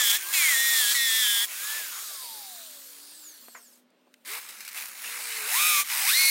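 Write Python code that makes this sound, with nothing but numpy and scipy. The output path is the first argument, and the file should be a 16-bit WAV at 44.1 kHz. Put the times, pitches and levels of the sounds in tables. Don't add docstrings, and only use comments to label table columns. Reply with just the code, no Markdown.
import sys
import numpy as np
from scipy import signal
from scipy.fft import rfft, irfft, next_fast_len
from scipy.io import wavfile
from scipy.ndimage import uniform_filter1d

SR = 44100
rng = np.random.default_rng(int(sys.argv[2]) if len(sys.argv) > 2 else 0)


def materialize(psi):
    bounded = np.clip(np.atleast_2d(psi).T, -1, 1)
    quanta = np.round(bounded * 32767).astype(np.int16)
    wavfile.write(sys.argv[1], SR, quanta)


def volts_from_db(level):
    exponent = np.asarray(level, float) / 20
    return 10 ** exponent


N = 277830

CLICKS_PER_TURN = 7.563
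# start_s, end_s
LOUD = [
    (0, .175),
    (.32, 1.44),
    (5.56, 5.81),
    (6.07, 6.4),
]
# start_s, end_s
SEATED = [
    (0, .18),
    (.55, 1.455),
    (5.54, 5.83),
    (6.06, 6.4),
]
# time_s, click_rate_hz, effort_db, whine_db (of the click rate)
TAIL_OF_BURST = [(0, 1790, -25, -29.5), (.06, 1624, -24, -39.5), (.11, 1592, -22.5, -43),
                 (.145, 1660, -24.5, -36.5), (.17, 1825, -27, -36), (.18, 1860, -35, -49)]
EASED_OFF = [(.185, 1524, -36.5, -52), (.24, 1562, -34.5, -48.5), (0.324, 1667, -31, -44)]
BITE = [(.337, 2651, -24, -36), (.44, 2245, -23, -27), (.51, 1990, -24, -26.5), (.555, 1838, -24.5, -29),
        (.645, 1882, -24.5, -29.5), (.72, 1870, -23.5, -29.5), (.795, 1792, -22, -32.5),
        (.86, 1645, -24, -35), (.925, 1684, -22.5, -37.5)]
DEEPER = [(0.946, 1975, -24.5, -20.5), (.958, 1945, -24.5, -31), (.995, 1883, -26, -30.5),
          (1.055, 1861, -26, -31), (1.1, 1793, -25, -33), (1.2, 1781, -24.5, -35),
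          (1.261, 1675, -24.5, -35), (1.4, 1610, -25.5, -40.5), (1.445, 1700, -26, -41.5)]
PULL_OUT = [(1.47, 1352, -40.5, -62), (1.51, 1426, -36, -57), (1.64, 1655, -32, -46),
            (1.699, 1730, -31.5, -40.5), (1.771, 1770, -31.5, -40.5), (1.9, 1470, -36.5, -57)]
RUN_DOWN = [(2.0, 1334, -35.5, -59), (2.3, 910, -39.6, -53), (2.55, 707, -42.5, -58), (2.88, 507, -46, -71),
            (3.2, 333, -48.3, -80), (3.4, 229, -50.5, -80), (3.66, 106, -57, -85), (3.79, 46, -62.5, -90),
            (3.86, 14, -87, -90)]
NUDGE = [(4.245, 214.8, -72, -80.5), (4.252, 219.2, -50, -75), (4.275, 290.3, -39.5, -68),
         (4.3, 390, -38.5, -58), (4.33, 440.4, -35, -57), (4.385, 485, -37.5, -65),
         (4.405, 490.7, -43, -67), (4.48, 488.5, -45.5, -65)]
SECOND_NUDGE = [(4.709, 482, -47, -71), (4.743, 482.3, -42.5, -65), (4.752, 474.8, -37, -65),
                (4.795, 479, -35, -65), (4.93, 475.6, -45.5, -65), (5.02, 471.8, -40.5, -65)]
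CRAWL = [(5.04, 469.7, -38, -65), (5.181, 469.3, -36.5, -64), (5.298, 465, -35, -61.5),
         (5.459, 416, -33.5, -52.5)]
REV = [(5.5, 569, -30, -57), (5.55, 959.5, -23, -37), (5.6, 1190, -22.5, -35.5), (5.68, 1252, -22, -37),
       (5.78, 1157, -22, -32), (5.806, 1161, -22, -35), (5.825, 1174, -27.5, -44)]
LAST_BURST = [(5.84, 1184, -40.5, -45), (5.89, 1100, -33, -49), (5.9, 1100, -29, -54),
              (6.0, 923, -25.5, -53), (6.05, 748, -25.5, -43), (6.1, 1280, -20, -37),
              (6.15, 2037, -23.5, -32), (6.2, 2188, -22, -26.5), (6.3, 2165, -22.5, -27.5)]
PULLS = [TAIL_OF_BURST, EASED_OFF, BITE, DEEPER, PULL_OUT, RUN_DOWN,
         NUDGE, SECOND_NUDGE, CRAWL, REV, LAST_BURST]


def unit(x):
    return x / np.sqrt(np.mean(x ** 2) + 1e-20)


def curves(rows):
    s, *cols = np.transpose(rows)
    return [np.interp(np.arange(N) / SR, s, c) for c in cols]


def gate(spans, fade_s):
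    t = np.arange(N) / SR
    inside = sum((t >= a) & (t <= b) for a, b in spans)
    return uniform_filter1d(np.minimum(inside, 1.0), int(fade_s * SR) + 1)


def wobble(rate_hz):
    knots = rng.standard_normal(int(N * rate_hz / SR) + 2)
    return np.interp(np.arange(N) * rate_hz / SR, np.arange(len(knots)), knots)


def coloured(x, spectrum):
    m = next_fast_len(N + 8192)
    hz, db = np.transpose(spectrum)
    gain = volts_from_db(np.interp(np.log(np.fft.rfftfreq(m, 1 / SR) + 1), np.log(hz + 1), db))
    return unit(irfft(rfft(x, m) * gain, m)[:N])


def patchy(patchy_db, frames=10):
    z = signal.stft(rng.standard_normal(N), nperseg=512)[2]
    field = uniform_filter1d(rng.standard_normal(z.shape), 6, 0)
    field = uniform_filter1d(field, frames, 1)
    return signal.istft(z * volts_from_db(patchy_db * unit(field)), nperseg=512)[1][:N]


def resonance(modes, hz):
    grid_hz = np.arange(SR // 2)
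    gain = sum(volts_from_db(db) / (1 + (2 * (grid_hz - centre) / width) ** 2) for centre, width, db in modes)
    return gain[np.minimum(hz, grid_hz[-1]).astype(int)]


def per_pull():
    # rattle_db and grind_db (over effort), click_sharpness (0-1),
    # first_wall_share (0-1), gear_strain_db
    contacts = [(2.5, -23, 0.7, 0.7, 0), (-0.5, -17.5, 0.6, .55, -6.5), (-1, -24, 0.4, 0.7, -2),
                (-1, -27, .35, 0.6, 1.5), (-1, -15.5, 0.2, 0.62, 0), (-6, -16, .05, 0.81, 0),
                (1, -12, 0.3, 0.03, 0), (0, -13, 0.6, 0.13, 0), (2, -15.5, .15, 0, -4),
                (-0.5, -21.5, .05, 0.32, 0), (-1, -31, 0.5, 0.1, 0.5)]
    starts_s = np.array([pull[0][0] for pull in PULLS])
    t = np.arange(N) / SR
    now = np.searchsorted(starts_s, t, side="right") - 1
    held = [uniform_filter1d(c[now], size=400) for c in np.transpose(contacts)]
    return held + [t - starts_s[now]]


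def whine(rate_hz, cycles, effort_db, whine_db):
    # start_s, end_s
    biting = [(0, .18), (.33, 1.455), (5.04, 5.83), (5.91, 6.4)]
    # start_s, end_s
    singing = [(0, .178), (.2, .325), (.335, .93), (.95, 1.455), (1.5, 3.15), (4.265, 4.4), (5.04, 5.84),
               (5.91, 6.4)]
    # overtone, armature_turns_away, seated_db, loose_db (over effort)
    pressed = [(1, -3, -30, -13), (1, -2, -28, -8), (1, -1, -24, -8), (1, 1, -12, -8), (2, -4, -30, -12),
               (2, -1, -9, -22), (2, 0, -8.5, -13), (2, 1, -10, -24), (3, -2, -18, -24), (3, 0, -15, -22),
               (5, 0, -23, -30)]
    neighbours = {1: (-3, -2, -1, 2, 3), 2: (-3, -2, 2, 3), 3: (-2, -1, 1, 2), 4: (-1, 0, 1, 3), 5: (-1, 2)}
    # centre_hz, width_hz, gain_db
    gearbox = [(2200, 750, -3), (3170, 200, -2), (3450, 260, 0), (4030, 240, -4), (5600, 800, -4)]
    # centre_hz, width_hz, gain_db
    gearbox_later = [(1900, 600, -6), (2480, 260, -3), (3720, 320, 1), (4290, 420, 2), (6050, 500, -1)]
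    # centre_hz, width_hz, gain_db
    housing = [(2150, 800, -4), (3450, 500, 1), (4080, 400, -1), (5450, 900, -1), (7300, 1500, -3)]
    second_hole_s, mesh_per_click = 4, 4.62

    strain_db = per_pull()[4]
    bite = gate(biting, fade_s=0.024) * volts_from_db(effort_db + strain_db)
    seated = gate(SEATED, fade_s=0.068)
    later = np.arange(N) > second_hole_s * SR
    lines = [(1, 0, volts_from_db(whine_db))]

    mesh = resonance([(4700, 2000, -16)], mesh_per_click * rate_hz)
    lines.append((mesh_per_click, 0, volts_from_db(effort_db) * gate([(1.9, 2.5)], fade_s=.15) * mesh))

    for k, n, seated_db, loose_db in pressed:
        hz = rate_hz * (k + n / CLICKS_PER_TURN)
        outlet = np.where(later, resonance(gearbox_later, hz), resonance(gearbox, hz))
        level_db = loose_db + (seated_db - loose_db) * seated + 1.6 * wobble(9)
        lines.append((k, n, bite * volts_from_db(level_db) * outlet))

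    load = volts_from_db(-46) * gate(LOUD, fade_s=.03)
    for k, away in neighbours.items():
        for n in away:
            body = .08 + resonance(housing, rate_hz * (k + n / CLICKS_PER_TURN))
            lines.append((k, n, load * volts_from_db(3 * wobble(11)) * body))

    spin = 2 * np.pi * (cycles + .02 * wobble(120))
    tone = 0
    for k, n, gain in lines:
        phase = (k + n / CLICKS_PER_TURN) * spin + 2 * np.pi * rng.random()
        tone = tone + gain * volts_from_db(0.77 * wobble(70)) * np.sin(phase)
    return volts_from_db(4.2) * tone * gate(singing, fade_s=.012)


def skids():
    # start_s, level_db (over the scrape), decay_s
    slips = [(4.488, 5, .011), (4.606, 8, .008), (4.65, 2, .01), (4.678, 12, .004), (4.687, 8, .008)]
    t = np.arange(N) / SR
    return 1 + sum(volts_from_db(db) * (t > s) * np.exp(-np.abs(t - s) / decay_s) for s, db, decay_s in slips)


def clatter(cycles, effort_db):
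    # pitch_hz, level_db (per Hz)
    hiss_spectrum = [(1760, -33), (3000, -8.5), (3110, -17.5), (3560, -7.5), (4060, -5.5), (5390, -6.5),
                     (5980, -6), (6450, -6), (7150, -5), (8500, -1), (9960, -3), (11100, -4.5),
                     (12400, -3.5), (14100, -2.5), (15600, -5)]
    first_wall = [(410, -56.5), (700, -43), (1050, -14.5), (1310, -13.5), (1650, -6.5), (2500, -4),
                  (2940, -6), (3300, 2.5), (3780, -6), (4000, -13.5), (4320, -16.5), (7000, 2), (9100, -23),
                  (15400, -120)]
    second_wall = [(410, -52), (700, -14), (1000, -5.5), (1330, -2.5), (1830, 0.5), (2080, 5), (2470, 3),
                   (3460, -6), (3850, -2.5), (5090, -6.5), (7000, -10), (9100, -51), (15400, -120)]
    grind_spectrum = [(150, -43.5), (300, -20.5), (700, -11), (1300, -6), (1700, -6), (2600, -30),
                      (4400, -120)]
    fan_spectrum = [(2500, -51), (3300, -3), (4500, 3.5), (5600, 1), (6500, -20), (8600, -15), (10500, -46),
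                    (15000, -39)]
    jolt_db, jolt_s = 4, .03
    damped_db = -4.5

    rattle_db, grind_db, sharp, first, _, since_s = per_pull()
    rattle_db = rattle_db + jolt_db * np.exp(-since_s / jolt_s) + damped_db * gate(SEATED, fade_s=0.057)
    sharp, first = np.clip(sharp, 0, 1), np.clip(first, 0, 1)

    click_size = np.tanh(rng.standard_normal(N))[cycles.astype(int)]
    strike = volts_from_db(8 * click_size * sharp) * np.exp(-3 * (cycles % 1))
    turn = 1 + 0.12 * np.sin(2 * np.pi * cycles / CLICKS_PER_TURN)
    beat = turn * (np.sqrt(1 - sharp) + 3.4 * np.sqrt(sharp) * strike)
    beat = beat / np.sqrt(np.abs(uniform_filter1d(beat ** 2, size=2600))) * skids()

    hiss = coloured(beat * patchy(patchy_db=2.1, frames=45), hiss_spectrum)
    blows = beat * patchy(patchy_db=2.5)
    rattle = first * coloured(blows, first_wall) + (1 - first) * coloured(blows, second_wall)
    grind = coloured(patchy(patchy_db=-3.5), grind_spectrum)
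    idling = gate([(1.75, 3.9)], fade_s=0.43)
    fan = volts_from_db(-10.5) * idling * coloured(patchy(patchy_db=4, frames=45), fan_spectrum)
    return volts_from_db(effort_db) * (hiss + fan + volts_from_db(rattle_db - 4.5) * rattle + volts_from_db(grind_db) * grind)


def surroundings():
    # pitch_hz, level_db (per Hz)
    air_spectrum = [(35, -100), (60, -58.5), (160, -25.5), (244, -18.5), (287, -20), (492, -21.5),
                    (579, -17.5), (715, -26), (3670, -32), (16000, -60.5)]
    # time_s, pitch_hz, level_db
    engine = [(.3, 352.4, -61), (.5, 275.5, -69), (1.3, 223.2, -70), (1.5, 201.5, -95), (2.5, 239, -68),
              (3.15, 303, -65), (3.33, 311.6, -68), (3.42, 238.5, -64.5), (4.15, 253.7, -67.5),
              (4.35, 195, -76), (4.6, 213.5, -72.5), (5.4, 210.9, -70), (6.3, 269.3, -66)]
    hz, db = curves(engine)
    cycles = np.cumsum(hz) / SR + 0.082 * wobble(30)
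    drone = volts_from_db(db - 1.5 + 2.4 * wobble(13)) * np.sin(2 * np.pi * cycles)
    return volts_from_db(-68) * coloured(patchy(patchy_db=1.5), air_spectrum) + drone


def whistle(rate_hz, effort_db):
    # centre_hz, width_hz, gain_db
    vents = [(4950, 200, 2), (6900, 1200, 1), (8400, 1600, 1), (11500, 1200, 0), (13300, 1200, -2),
             (15000, 1200, -1)]
    bars_per_click = 23.1
    hz = bars_per_click * rate_hz
    db = -59 - .85 * np.abs(effort_db + 49)
    cycles = np.cumsum(hz) / SR + 0.065 * wobble(250)
    tone = 0
    for k in range(1, 9):
        level_db = db - .8 * k - 3 * (k % 2 == 0) + 4 * wobble(14)
        audible = k * hz < SR / 2
        tone = tone + resonance(vents, k * hz) * volts_from_db(level_db) * np.sin(2 * np.pi * k * cycles) * audible
    return volts_from_db(8) * tone * gate([(2.55, 3.77)], fade_s=.05)


def drill():
    rate_hz, effort_db, whine_db = curves(np.concatenate(PULLS))
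    cycles = np.cumsum(rate_hz) / SR
    tones = whine(rate_hz, cycles, effort_db, whine_db) + whistle(rate_hz, effort_db)
    return tones + clatter(cycles, effort_db)


def knocks():
    # start_s, peak_db, centre_hz, width_octaves, t60_s
    contacts = [
        (2.765, -55, 350, .8, .07),
        (3.482, -40, 800, 1.4, .03),
        (3.548, -42, 1500, .8, .17),
        (3.903, -63, 7000, 1.1, .02),
        (4.07, -60, 700, .7, .1),
        (4.14, -41, 8000, 1.8, .012),
        (4.14, -45, 2100, .6, .02),
        (4.249, -44, 9000, 1.3, .012),
    ]
    # pitch_hz, level_db, t60_s
    post = [(490, -60, .3), (684, -55, .3), (1390, -55, .2), (2160, -56, .1)]
    ring_s = 3.549
    out, t = np.zeros(N + SR), np.arange(SR // 2) / SR
    f = np.fft.rfftfreq(len(t), 1 / SR) + 1
    for s, db, hz, octaves, t60_s in contacts:
        band = np.exp(-(np.log2(f / hz) / octaves) ** 2) / np.sqrt(f)
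        puff = unit(irfft(rfft(rng.standard_normal(len(t))) * band, len(t)))
        out[round(s * SR):][:len(t)] += volts_from_db(db - 60 * t / t60_s) * puff * (1 - np.exp(-t / 0.00068))
    for hz, db, t60_s in post:
        wander = np.cumsum(rng.normal(0, 0.062, len(t)))
        ring = volts_from_db(db - 60 * t / t60_s) * np.sin(2 * np.pi * hz * t + wander)
        out[round(ring_s * SR):][:len(t)] += ring
    return out[:N]


def scene():
    mono = drill() + knocks() + surroundings()
    return np.array([mono, mono])


def top_cut(x):
    return signal.sosfilt(signal.butter(12, 17080, fs=SR, output="sos"), x)


def record(dry):
    # pitch_hz, level_db (per Hz)
    thrum_spectrum = [(15, 5), (60, -0.5), (150, 2.5), (250, -15.5), (400, -120)]
    clip_at = .5
    dry = dry / (1 + (dry / clip_at) ** 4) ** .25
    x = signal.sosfilt(signal.butter(5, 155, "highpass", fs=SR, output="sos"), dry)
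    x = x + volts_from_db(-70.5) * gate(LOUD, fade_s=.03) * coloured(patchy(patchy_db=0.0), thrum_spectrum)
    m = next_fast_len(N + 8192)
    x = irfft(rfft(x, m) * (np.fft.rfftfreq(m, 1 / SR) < 15830), m)[:, :N]
    return top_cut(x)


dry = scene()
out = record(dry)
materialize(out)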